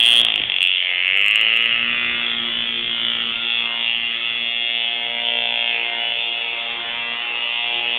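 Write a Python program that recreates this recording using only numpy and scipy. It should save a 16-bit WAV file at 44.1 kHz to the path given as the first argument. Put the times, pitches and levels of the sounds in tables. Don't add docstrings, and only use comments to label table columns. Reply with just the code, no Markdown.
import sys
import numpy as np
from scipy import signal
from scipy.fft import rfft, irfft
from scipy.io import wavfile
from scipy.ndimage import map_coordinates

SR = 44100
rng = np.random.default_rng(int(sys.argv[2]) if len(sys.argv) > 2 else 0)


def unload_wav(signal):
    wavfile.write(
        sys.argv[1],
        SR,
        np.round(np.clip(np.atleast_2d(signal).T, -1, 1) * 32767).astype(np.int16),
    )


N = 351918
T = np.arange(N) / SR
HZ = np.fft.rfftfreq(N, 1 / SR)


def gain_of(db):
    return 10 ** (np.asarray(db) / 20)


def unit_rms(x):
    return x / np.sqrt(np.mean(x ** 2) + 1e-20)


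def at_hz(points, hz):
    f, value = np.transpose(points)
    return np.interp(np.log(hz + 1), np.log(f + 1), value)


def curves(rows):
    times, *columns = np.transpose(rows)
    return [np.interp(T, times, column) for column in columns]


def swells(rows):
    return sum(gain_of(db) * np.exp(-(2 * (T - t) / length) ** 2) for t, db, length in rows)


def wander(rate_hz):
    return unit_rms(irfft(rfft(rng.standard_normal(N)) / (1 + (HZ / rate_hz) ** 4), N))


def noise(colour):
    return unit_rms(irfft(rfft(rng.standard_normal(N)) * gain_of(at_hz(colour, HZ)), N))


def ring(x, colour, size=4096):
    log_gain = np.log(gain_of(at_hz(colour, abs(np.fft.fftfreq(size, 1 / SR)))))
    response = np.fft.ifft(np.exp(np.conj(signal.hilbert(log_gain)))).real
    return signal.oaconvolve(x, response[:size // 2])[:N]


def running_rms(x, size=5001):
    window = signal.windows.hann(size)
    power = np.pad(x ** 2, size // 2, "reflect")
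    return np.sqrt(signal.oaconvolve(power, window / window.sum(), "valid") + 1e-14)


def low_pass(x, hz):
    return signal.oaconvolve(x, signal.firwin(511, hz, window=("kaiser", 9), fs=SR), "same")


def swept_bell(x, hz, width_hz, lift_db):
    carrier = np.exp(2j * np.pi * np.cumsum(hz) / SR)
    pole = np.exp(-np.pi * width_hz / SR)
    band = 2 * (carrier * signal.lfilter([1 - pole], [1, -pole], x / carrier)).real
    return x + (gain_of(lift_db) - 1) * band


# f/Hz, level/dB
AIR_COLOUR = [(30, -0.5), (200, -4.5), (700, 1.5), (1400, -6.5), (3300, -6), (3900, -4.5), (4450, -1.5),
              (4650, -17), (5200, -79.5)]

def open_air(level_db=-62):
    return gain_of(level_db) * noise(AIR_COLOUR)


# f/Hz, level/dB
BREEZE_COLOUR = [(15, -8), (30, -10), (60, -12), (110, -5), (180, -10.5), (350, -11), (900, -42),
                 (3000, -66)]
# t/s, level/dB, length/s
GUSTS = [(0.1, -62, 0.21), (0.41, -45, 0.25), (1.2, -65, 0.43), (1.9, -53, 0.86), (2.55, -48.5, 0.61),
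         (3.2, -50.5, 0.57), (3.95, -61.5, 1)]

def breeze(calm_db=-59, lumpy_db=3):
    rumble = noise(BREEZE_COLOUR) * gain_of(lumpy_db * wander(4.5))
    return (gain_of(calm_db) + swells(GUSTS)) * unit_rms(rumble)


# t/s, level/dB, length/s
THUDS = [(0.388, -45, 0.0084), (0.404, -29, 0.0074)]
# f/Hz, level/dB
THUD_COLOUR = [(40, -11), (130, -6), (350, 20.5), (600, -7), (1500, -22), (4000, -70)]

def thuds():
    return swells(THUDS) * noise(THUD_COLOUR)


# t/s, rate/Hz
SHAFT_SPEED = [(0.0, 116.38), (0.2, 118.31), (0.3, 109.83), (0.45, 97.86), (0.6, 90.86), (0.7, 92.32),
               (0.82, 90.07), (1.0, 90.17), (1.1, 94.13), (1.35, 107.63), (1.55, 115.05), (1.9, 119.59),
               (2.1, 119.41), (2.4, 117.35), (2.8, 117.08), (3.45, 116.86), (3.7, 117.13), (4.2, 116.3),
               (4.55, 117.65), (4.85, 117.47), (5.15, 118.1), (5.5, 117.55), (5.9, 116.97), (6.1, 117.36),
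               (6.7, 116.81), (7.1, 118.0), (7.3, 118.11), (7.7, 119.04), (7.98, 118.28)]

def shaft_turns():
    return np.cumsum(curves(SHAFT_SPEED)[0]) / SR


# f/Hz, level/dB
RUSH_COLOUR = [(100, -25), (300, -4), (750, 0), (1100, -1.5), (1400, -3), (1800, 1.5), (2500, -8.5),
               (3500, -11.5), (4500, -44), (5200, -69)]
# t/s, level/dB
RUSH_LEVEL = [(0, -40.5), (0.3, -39), (0.62, -47.5), (1.1, -46.5), (1.7, -47.5), (2.6, -42.5), (3.8, -46.5),
              (4.6, -48), (5.6, -45), (6.7, -42.5), (7.05, -46.5), (7.98, -42)]

def fan_rush(chop=0.27, gusty_db=2.5):
    chopping = 1 + chop * np.cos(2 * np.pi * shaft_turns())
    rush = noise(RUSH_COLOUR) * chopping * gain_of(gusty_db * wander(1.9))
    return gain_of(curves(RUSH_LEVEL)[0]) * unit_rms(rush)


# t/s, level/dB
HUM_LEVEL = [(0.0, -53), (0.22, -40.5), (0.73, -95), (1.02, -63), (1.3, -61.5), (1.77, -43.5),
             (2.45, -41.5), (4.85, -52.5), (5.38, -47), (6.31, -59.5), (7.15, -50.5), (7.35, -61),
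             (7.95, -52)]
# multiple of the shaft speed, level/dB
HUM_PARTIALS = [(1, -18.5), (2, -0.5), (3, -7)]

def fan_hum(trim_db=2.0, blade_waver_db=2.0, weak_waver_db=3.5):
    turns = shaft_turns()
    tones = 0
    for order, db in HUM_PARTIALS:
        waver_db = blade_waver_db if order == 2 else weak_waver_db
        tones += gain_of(db + waver_db * wander(11)) * np.cos(2 * np.pi * order * turns)
    return gain_of(curves(HUM_LEVEL)[0] + trim_db) * unit_rms(tones)


# t/s, roughness (0 clean, 1 hoarse)
ROUGHNESS = [(0, .3), (.6, .15), (.85, .4), (1.1, .2), (1.7, .2), (1.9, .05), (2.15, .1), (2.23, 1),
             (2.33, .15), (2.48, .8), (2.67, .15), (2.8, .6), (3.1, .15), (3.33, 1), (3.5, .35),
             (3.63, .85), (3.8, .15), (3.98, .15), (4.08, .85), (4.37, .65), (4.48, .05), (5.0, .05),
             (5.08, .4), (5.3, 0), (5.7, .05), (5.83, .7), (6.05, .25), (6.35, .9), (6.85, 1), (6.96, .05),
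             (7.15, .05), (7.23, .9), (7.35, .3), (7.7, .3), (7.83, .7), (7.98, .05)]

def by_roughness(clean, hoarse):
    return clean + (hoarse - clean) * curves(ROUGHNESS)[0]


# f/Hz, t60/s
TREE_DECAY = [(100, 0.3), (1000, 0.8), (3000, 0.69), (6000, 0.2)]
# f/Hz, level/dB
TREE_COLOUR = [(300, -8), (1000, -6), (2500, 0), (4000, -1)]

def trees(x, drift_per_s=(.5, 9), density=.05):
    wet = np.zeros(N)
    drift = np.cumsum(by_roughness(*drift_per_s)) / SR
    for k in range(3):
        taps = rng.standard_normal(SR) * (rng.random(SR) < density)
        hz, t, spectra = signal.stft(taps, SR, nperseg=256)
        t60 = at_hz(TREE_DECAY, hz)[:, None]
        decay = gain_of(at_hz(TREE_COLOUR, hz)[:, None] - 60 * t / t60) / np.sqrt(t60)
        tail = signal.istft(spectra * decay, SR, nperseg=256)[1]
        wet += np.cos(np.pi * (drift + k / 3)) * signal.oaconvolve(x, unit_rms(tail))[:N]
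    return wet / running_rms(wet, size=40001) * running_rms(x, size=40001)


# t/s, hull echo as a share of the direct sound, lawn bounce lag/s
REFLECTIONS = [(0, 0.51, 0.00029), (1.15, 0.11, 0.00037), (2.05, 0.14, 0.00065), (3.1, 0.06, 0.00062),
               (3.55, 0.18, 0.00077), (4.0, 0.1, 0.00081), (4.4, 0.39, 0.0016), (5.2, 0.46, 0.0011),
               (5.75, 0.11, 0.00132), (6.4, 0.19, 0.0012), (7.2, 0.11, 0.001), (7.8, 0.22, .0011)]
# t/s, level/dB
TREE_RETURN = [(0, -27), (.3, -24.5), (.6, -23), (1.1, -28.5), (1.35, -23), (1.7, -25), (2, -25), (3, -24),
               (4.7, -28), (6.5, -24), (7.98, -24.5)]

def travel(x, direct_level, hull_s=0.001486, duct_s=0.002358, duct=0.18, ground=0.23,
           sway=0.027, bumps=0.3):
    def delayed(lag_s):
        return map_coordinates(x, [(T - lag_s) * SR], order=1)

    hull, ground_s = curves(REFLECTIONS)
    rock = 1 + sway * wander(0.86)
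    craft = hull * delayed(hull_s * rock) + duct * delayed(duct_s * rock)
    lawn = ground * delayed(ground_s * (1 + by_roughness(0, bumps) * wander(12.0)))
    wet_share = gain_of(curves(TREE_RETURN)[0]) / direct_level
    return x + craft + lawn + wet_share * trees(x)


# t/s, f/Hz, gain/dB
LAWN_SWEEP = [(0, 2550, -5.5), (.6, 2340, 4), (.9, 3320, 6.5), (1.6, 3550, 7), (1.9, 3190, -10),
              (2.15, 3130, -10.5), (2.3, 3120, -16), (2.42, 2600, -4.5), (2.8, 2940, -12),
              (3.2, 2510, -5.5), (3.36, 2950, -2), (3.58, 3060, -12), (3.75, 3140, 0), (3.95, 3070, 8),
              (4.1, 3320, -3.5), (4.7, 3120, -3), (5.2, 3260, 3), (5.3, 3210, 8), (5.6, 3020, -9),
              (5.9, 3160, -1), (6.15, 3030, -2.5), (6.45, 3150, -11), (6.7, 2910, -8), (6.95, 2810, -13.5),
              (7.3, 3340, -13), (7.6, 3170, -1.5), (7.98, 3160, -4)]

def lawn_sweep(x, width_hz=380):
    hz, lift_db = curves(LAWN_SWEEP)
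    return swept_bell(x, hz, width_hz, lift_db)


def shimmer(x, depth_db=2.5, size=1024):
    frames = dict(nperseg=size, noverlap=size * 3 // 4)
    spectra = signal.stft(x, **frames)[2]
    patch = np.outer(signal.windows.hann(7), signal.windows.hann(21))
    field = unit_rms(signal.fftconvolve(rng.standard_normal(spectra.shape), patch, "same"))
    return signal.istft(spectra * gain_of(depth_db * field), **frames)[1][:N]


def firings(misfire_s=(0.22, 0.6), stall_s=(0.445, 0.495), miss_db=-20, limp_db=-1.5,
            uneven_db=.6, jitter_s=(4e-6, 3e-5), stumble_db=2.5, stumble_s=0.000257,
            start_turn=.78, hunt_turns=.003):
    turns = start_turn + shaft_turns() + hunt_turns * wander(12.0)
    count = np.arange(1, int(turns[-10]) + 1)
    t = np.interp(count, turns, T)
    late, strong = rng.standard_normal((len(t), 2)).T
    starved = (t > misfire_s[0]) & (t < misfire_s[1])
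    stalled = (t > stall_s[0]) & (t < stall_s[1])
    missed = (starved & (np.cumsum(starved) % 2 == 1)) | stalled
    limp = limp_db * (-1) ** count * np.interp(t, T, wander(0.87))
    choke_db = -4.5 * np.exp(-(2 * (t - .42) / .2) ** 2)
    spread_db = np.where(starved, stumble_db, uneven_db)
    spread_s = np.where(starved, stumble_s, np.interp(t, T, by_roughness(*jitter_s)))
    return t + late * spread_s, gain_of(spread_db * strong + limp + choke_db + miss_db * missed)


# f/Hz, level/dB
JET_COLOUR = [(500, -12), (2200, 0)]
# f/Hz, level/dB
POP_COLOUR = [(60, -41.5), (120, -44.5), (200, -35.5), (280, -25.5), (350, -19), (470, -15.5), (590, -16.5),
              (710, -16.5), (820, -18.5), (950, -15.5), (1100, -16.5), (1550, -18.5), (2150, -13),
              (2350, -9.5), (2750, 0), (3350, -3.5), (3600, -12), (3850, -25.5), (4100, -32), (4500, -37)]

def exhaust_pops(times, strengths, jet_s=0.0047, jet_share=(.008, .03)):
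    at = np.clip(times * SR, 8, N - 9)
    near = at.astype(int)[:, None] + np.arange(-8, 9)
    clicks, triggers = np.zeros(N), np.zeros(N)
    clicks[near] = strengths[:, None] * np.sinc(near - at[:, None])
    triggers[at.astype(int)] = strengths
    jet_envelope = signal.lfilter([1], [1, -np.exp(-1 / (jet_s * SR))], triggers)
    jet = by_roughness(*jet_share) * jet_envelope * noise(JET_COLOUR)
    return ring(clicks + jet, POP_COLOUR)


CROSSOVERS = [1000, 1650, 2400, 3120, 3820]
# t/s, level/dB, f/Hz
DRONE = [(0, -40.5, 734), (.25, -37.5, 680), (.6, -50, 695), (.77, -50.5, 675), (.92, -41.5, 630),
         (1.0, -50, 600), (1.2, -40.5, 520), (1.3, -50, 630), (1.42, -41, 515), (2, -45, 620),
         (2.7, -46, 614), (3.4, -45.5, 676), (3.73, -39.5, 973), (4.2, -49.5, 645), (4.7, -41, 660),
         (5.4, -33, 730), (5.8, -36, 683), (6, -33, 700), (6.15, -38.5, 688), (6.8, -38, 755),
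         (7.45, -40, 860), (7.75, -33.5, 840), (7.98, -37, 800)]
# t/s, level/dB, f/Hz
HONK = [(0.0, -49, 1200), (0.22, -41.5, 1150), (0.5, -49.5, 1490), (0.6, -49, 1320), (0.85, -48, 1600),
        (1.14, -41.5, 1590), (1.24, -41.5, 1140), (1.45, -39.5, 1300), (2.02, -35, 1420), (2.86, -45, 1400),
        (2.95, -39.5, 1400), (3.42, -38, 1420), (3.55, -42, 1320), (3.72, -38, 1100), (3.92, -49.5, 1150),
        (4.29, -41.5, 1315), (4.4, -49, 1330), (4.8, -49, 1556), (5.15, -45.5, 1580), (5.75, -45.5, 1550),
        (6.02, -41, 1500), (6.18, -51, 1450), (6.8, -40, 1100), (7.2, -39.5, 1136), (7.98, -46, 1090)]
# t/s, level/dB, f/Hz
SNARL = [(0.0, -33, 2200), (0.33, -34.5, 2210), (0.42, -33, 2180), (0.48, -32.5, 2050), (0.66, -33, 2270),
         (0.75, -32, 2200), (0.87, -25, 2150), (0.99, -24.5, 2180), (1.14, -22, 2130), (1.89, -28.5, 1960),
         (2.1, -25.5, 2030), (2.16, -29, 2020), (2.61, -35.0, 2040), (3.21, -33.0, 1980),
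         (3.24, -37.5, 1950), (3.63, -33, 2090), (4.65, -33, 2140), (4.71, -30.5, 2130), (4.86, -34, 2150),
         (5.16, -31.5, 2060), (5.19, -27.5, 2160), (5.25, -36.5, 2140), (5.34, -30.5, 2120),
         (5.49, -34.0, 2050), (5.76, -29, 2210), (5.97, -30.5, 2010), (6.15, -35, 2200), (6.3, -39.5, 2100),
         (6.51, -33.0, 2120), (6.78, -35, 2110), (7.02, -32.0, 2040), (7.44, -36, 2050),
         (7.62, -32.5, 2110), (7.97, -35, 2170)]
# t/s, level/dB, f/Hz
RASP = [(0.0, -17.5, 2700), (0.15, -16.5, 2980), (0.21, -24, 2850), (0.39, -23, 2740), (0.48, -32.5, 2910),
        (0.51, -26, 2720), (0.6, -21.5, 2850), (0.63, -16.5, 2820), (0.72, -20.5, 2830),
        (0.81, -24.5, 2970), (0.87, -25.5, 2630), (1.08, -19.5, 2570), (1.11, -20, 2690), (1.29, -17, 2610),
        (1.41, -17.0, 2900), (1.53, -17, 2840), (1.74, -19.5, 2760), (1.8, -21.0, 2700), (2.22, -26, 2690),
        (2.31, -30, 2680), (2.37, -33.5, 2930), (2.55, -26.0, 2830), (2.7, -30, 2780), (2.79, -30, 3010),
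        (2.85, -30, 2810), (3.0, -26, 3070), (3.24, -26.5, 2960), (3.39, -28, 2650), (3.57, -24.0, 2620),
        (3.78, -27.5, 2850), (3.9, -20.5, 2750), (4.02, -26, 3060), (4.05, -22.5, 2740), (4.2, -30.5, 2840),
        (4.26, -23.0, 2700), (4.32, -27.5, 2750), (4.86, -25, 2850), (5.01, -29, 2850), (5.07, -27.5, 2880),
        (5.16, -29, 2890), (5.25, -25, 3000), (5.52, -25.5, 2580), (5.73, -23, 2830), (5.85, -24.5, 2620),
        (5.94, -30, 2720), (6.0, -25.5, 2970), (6.03, -23.5, 2710), (6.27, -26, 2940), (6.45, -26.5, 2520),
        (6.84, -32, 2860), (6.93, -29, 2770), (7.23, -27.5, 2840), (7.38, -24, 2720), (7.74, -25.5, 2850),
        (7.92, -22.0, 2770), (7.97, -25, 2760)]
# t/s, level/dB, f/Hz
SIZZLE = [(0.0, -15, 3370), (0.21, -15.0, 3470), (0.36, -25.5, 3500), (0.6, -22.5, 3430), (0.81, -24, 3250),
          (0.99, -38, 3330), (1.11, -35.5, 3320), (1.26, -46, 3100), (1.35, -40, 3080), (1.47, -45, 3100),
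          (1.62, -34.5, 3110), (1.86, -36.5, 3190), (1.95, -30.5, 3510), (2.22, -28.0, 3500),
          (2.28, -22, 3340), (2.52, -27, 3300), (2.61, -25.5, 3300), (2.82, -25.0, 3300), (2.88, -24, 3330),
          (3.0, -27.5, 3280), (3.06, -22.5, 3340), (3.18, -26, 3040), (3.36, -28.5, 3600),
          (3.51, -22.5, 3420), (3.6, -23, 3390), (3.72, -31.5, 3350), (3.84, -24.0, 3540),
          (3.99, -30.5, 3140), (4.05, -31, 3420), (4.14, -27.5, 3350), (4.8, -24.5, 3590),
          (5.19, -29.5, 3270), (5.25, -23, 3100), (5.55, -24.5, 3330), (5.7, -25, 3170), (5.82, -37, 3230),
          (5.85, -29, 3340), (6.03, -30, 3400), (6.21, -26, 3250), (6.54, -31.5, 3620), (6.66, -29.5, 3600),
          (6.9, -32, 3600), (7.11, -30.5, 3320), (7.29, -36.5, 3570), (7.59, -28.5, 3380),
          (7.8, -26.5, 3470), (7.83, -34, 3300), (7.97, -26, 3330)]

def engine(fizz_db=-36, fizz_follows=0.49, yaw_hz=20, flutter_db=.7):
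    drone_db, drone_hz = curves(DRONE)
    honk_db, honk_hz = curves(HONK)
    snarl_db, snarl_hz = curves(SNARL)
    rasp_db, rasp_hz = curves(RASP)
    sizzle_db, sizzle_hz = curves(SIZZLE)
    pops = exhaust_pops(*firings())
    direct_level = np.hypot(gain_of(rasp_db), gain_of(sizzle_db))
    spectrum = rfft(lawn_sweep(travel(pops, direct_level)))
    below = [0] + [1 / (1 + (HZ / edge) ** 32) for edge in CROSSOVERS] + [1]
    drone, honk, snarl, rasp, sizzle, fizz = [
        irfft(spectrum * (upper - lower), N) for lower, upper in zip(below, below[1:])]
    yaw = yaw_hz * wander(4.9)
    bands = [(shimmer(swept_bell(drone, drone_hz, width_hz=190, lift_db=8)), drone_db),
             (shimmer(swept_bell(honk, honk_hz, width_hz=180, lift_db=6)), honk_db),
             (swept_bell(snarl, snarl_hz, width_hz=220, lift_db=5), snarl_db),
             (swept_bell(rasp, rasp_hz + yaw, width_hz=380, lift_db=6), rasp_db),
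             (swept_bell(sizzle, sizzle_hz + yaw, width_hz=300, lift_db=5), sizzle_db),
             (fizz, fizz_follows * rasp_db + fizz_db)]
    return sum(gain_of(db + flutter_db * wander(44)) * band / running_rms(band) for band, db in bands)


def scene():
    return (engine() + fan_hum() + fan_rush() + breeze() + thuds() + open_air())[None]


def record(dry, band_hz=4560, ceiling=.68, knee_share=.92, top_hz=16000):
    x = low_pass(dry[0], band_hz)
    knee = ceiling * knee_share
    headroom = ceiling - knee
    over = np.maximum(abs(x) - knee, 0)
    clipped = np.clip(x, -knee, knee) + np.sign(x) * headroom * np.tanh(over / headroom)
    return low_pass(clipped, top_hz)[None]


dry = scene()
out = record(dry)
unload_wav(out)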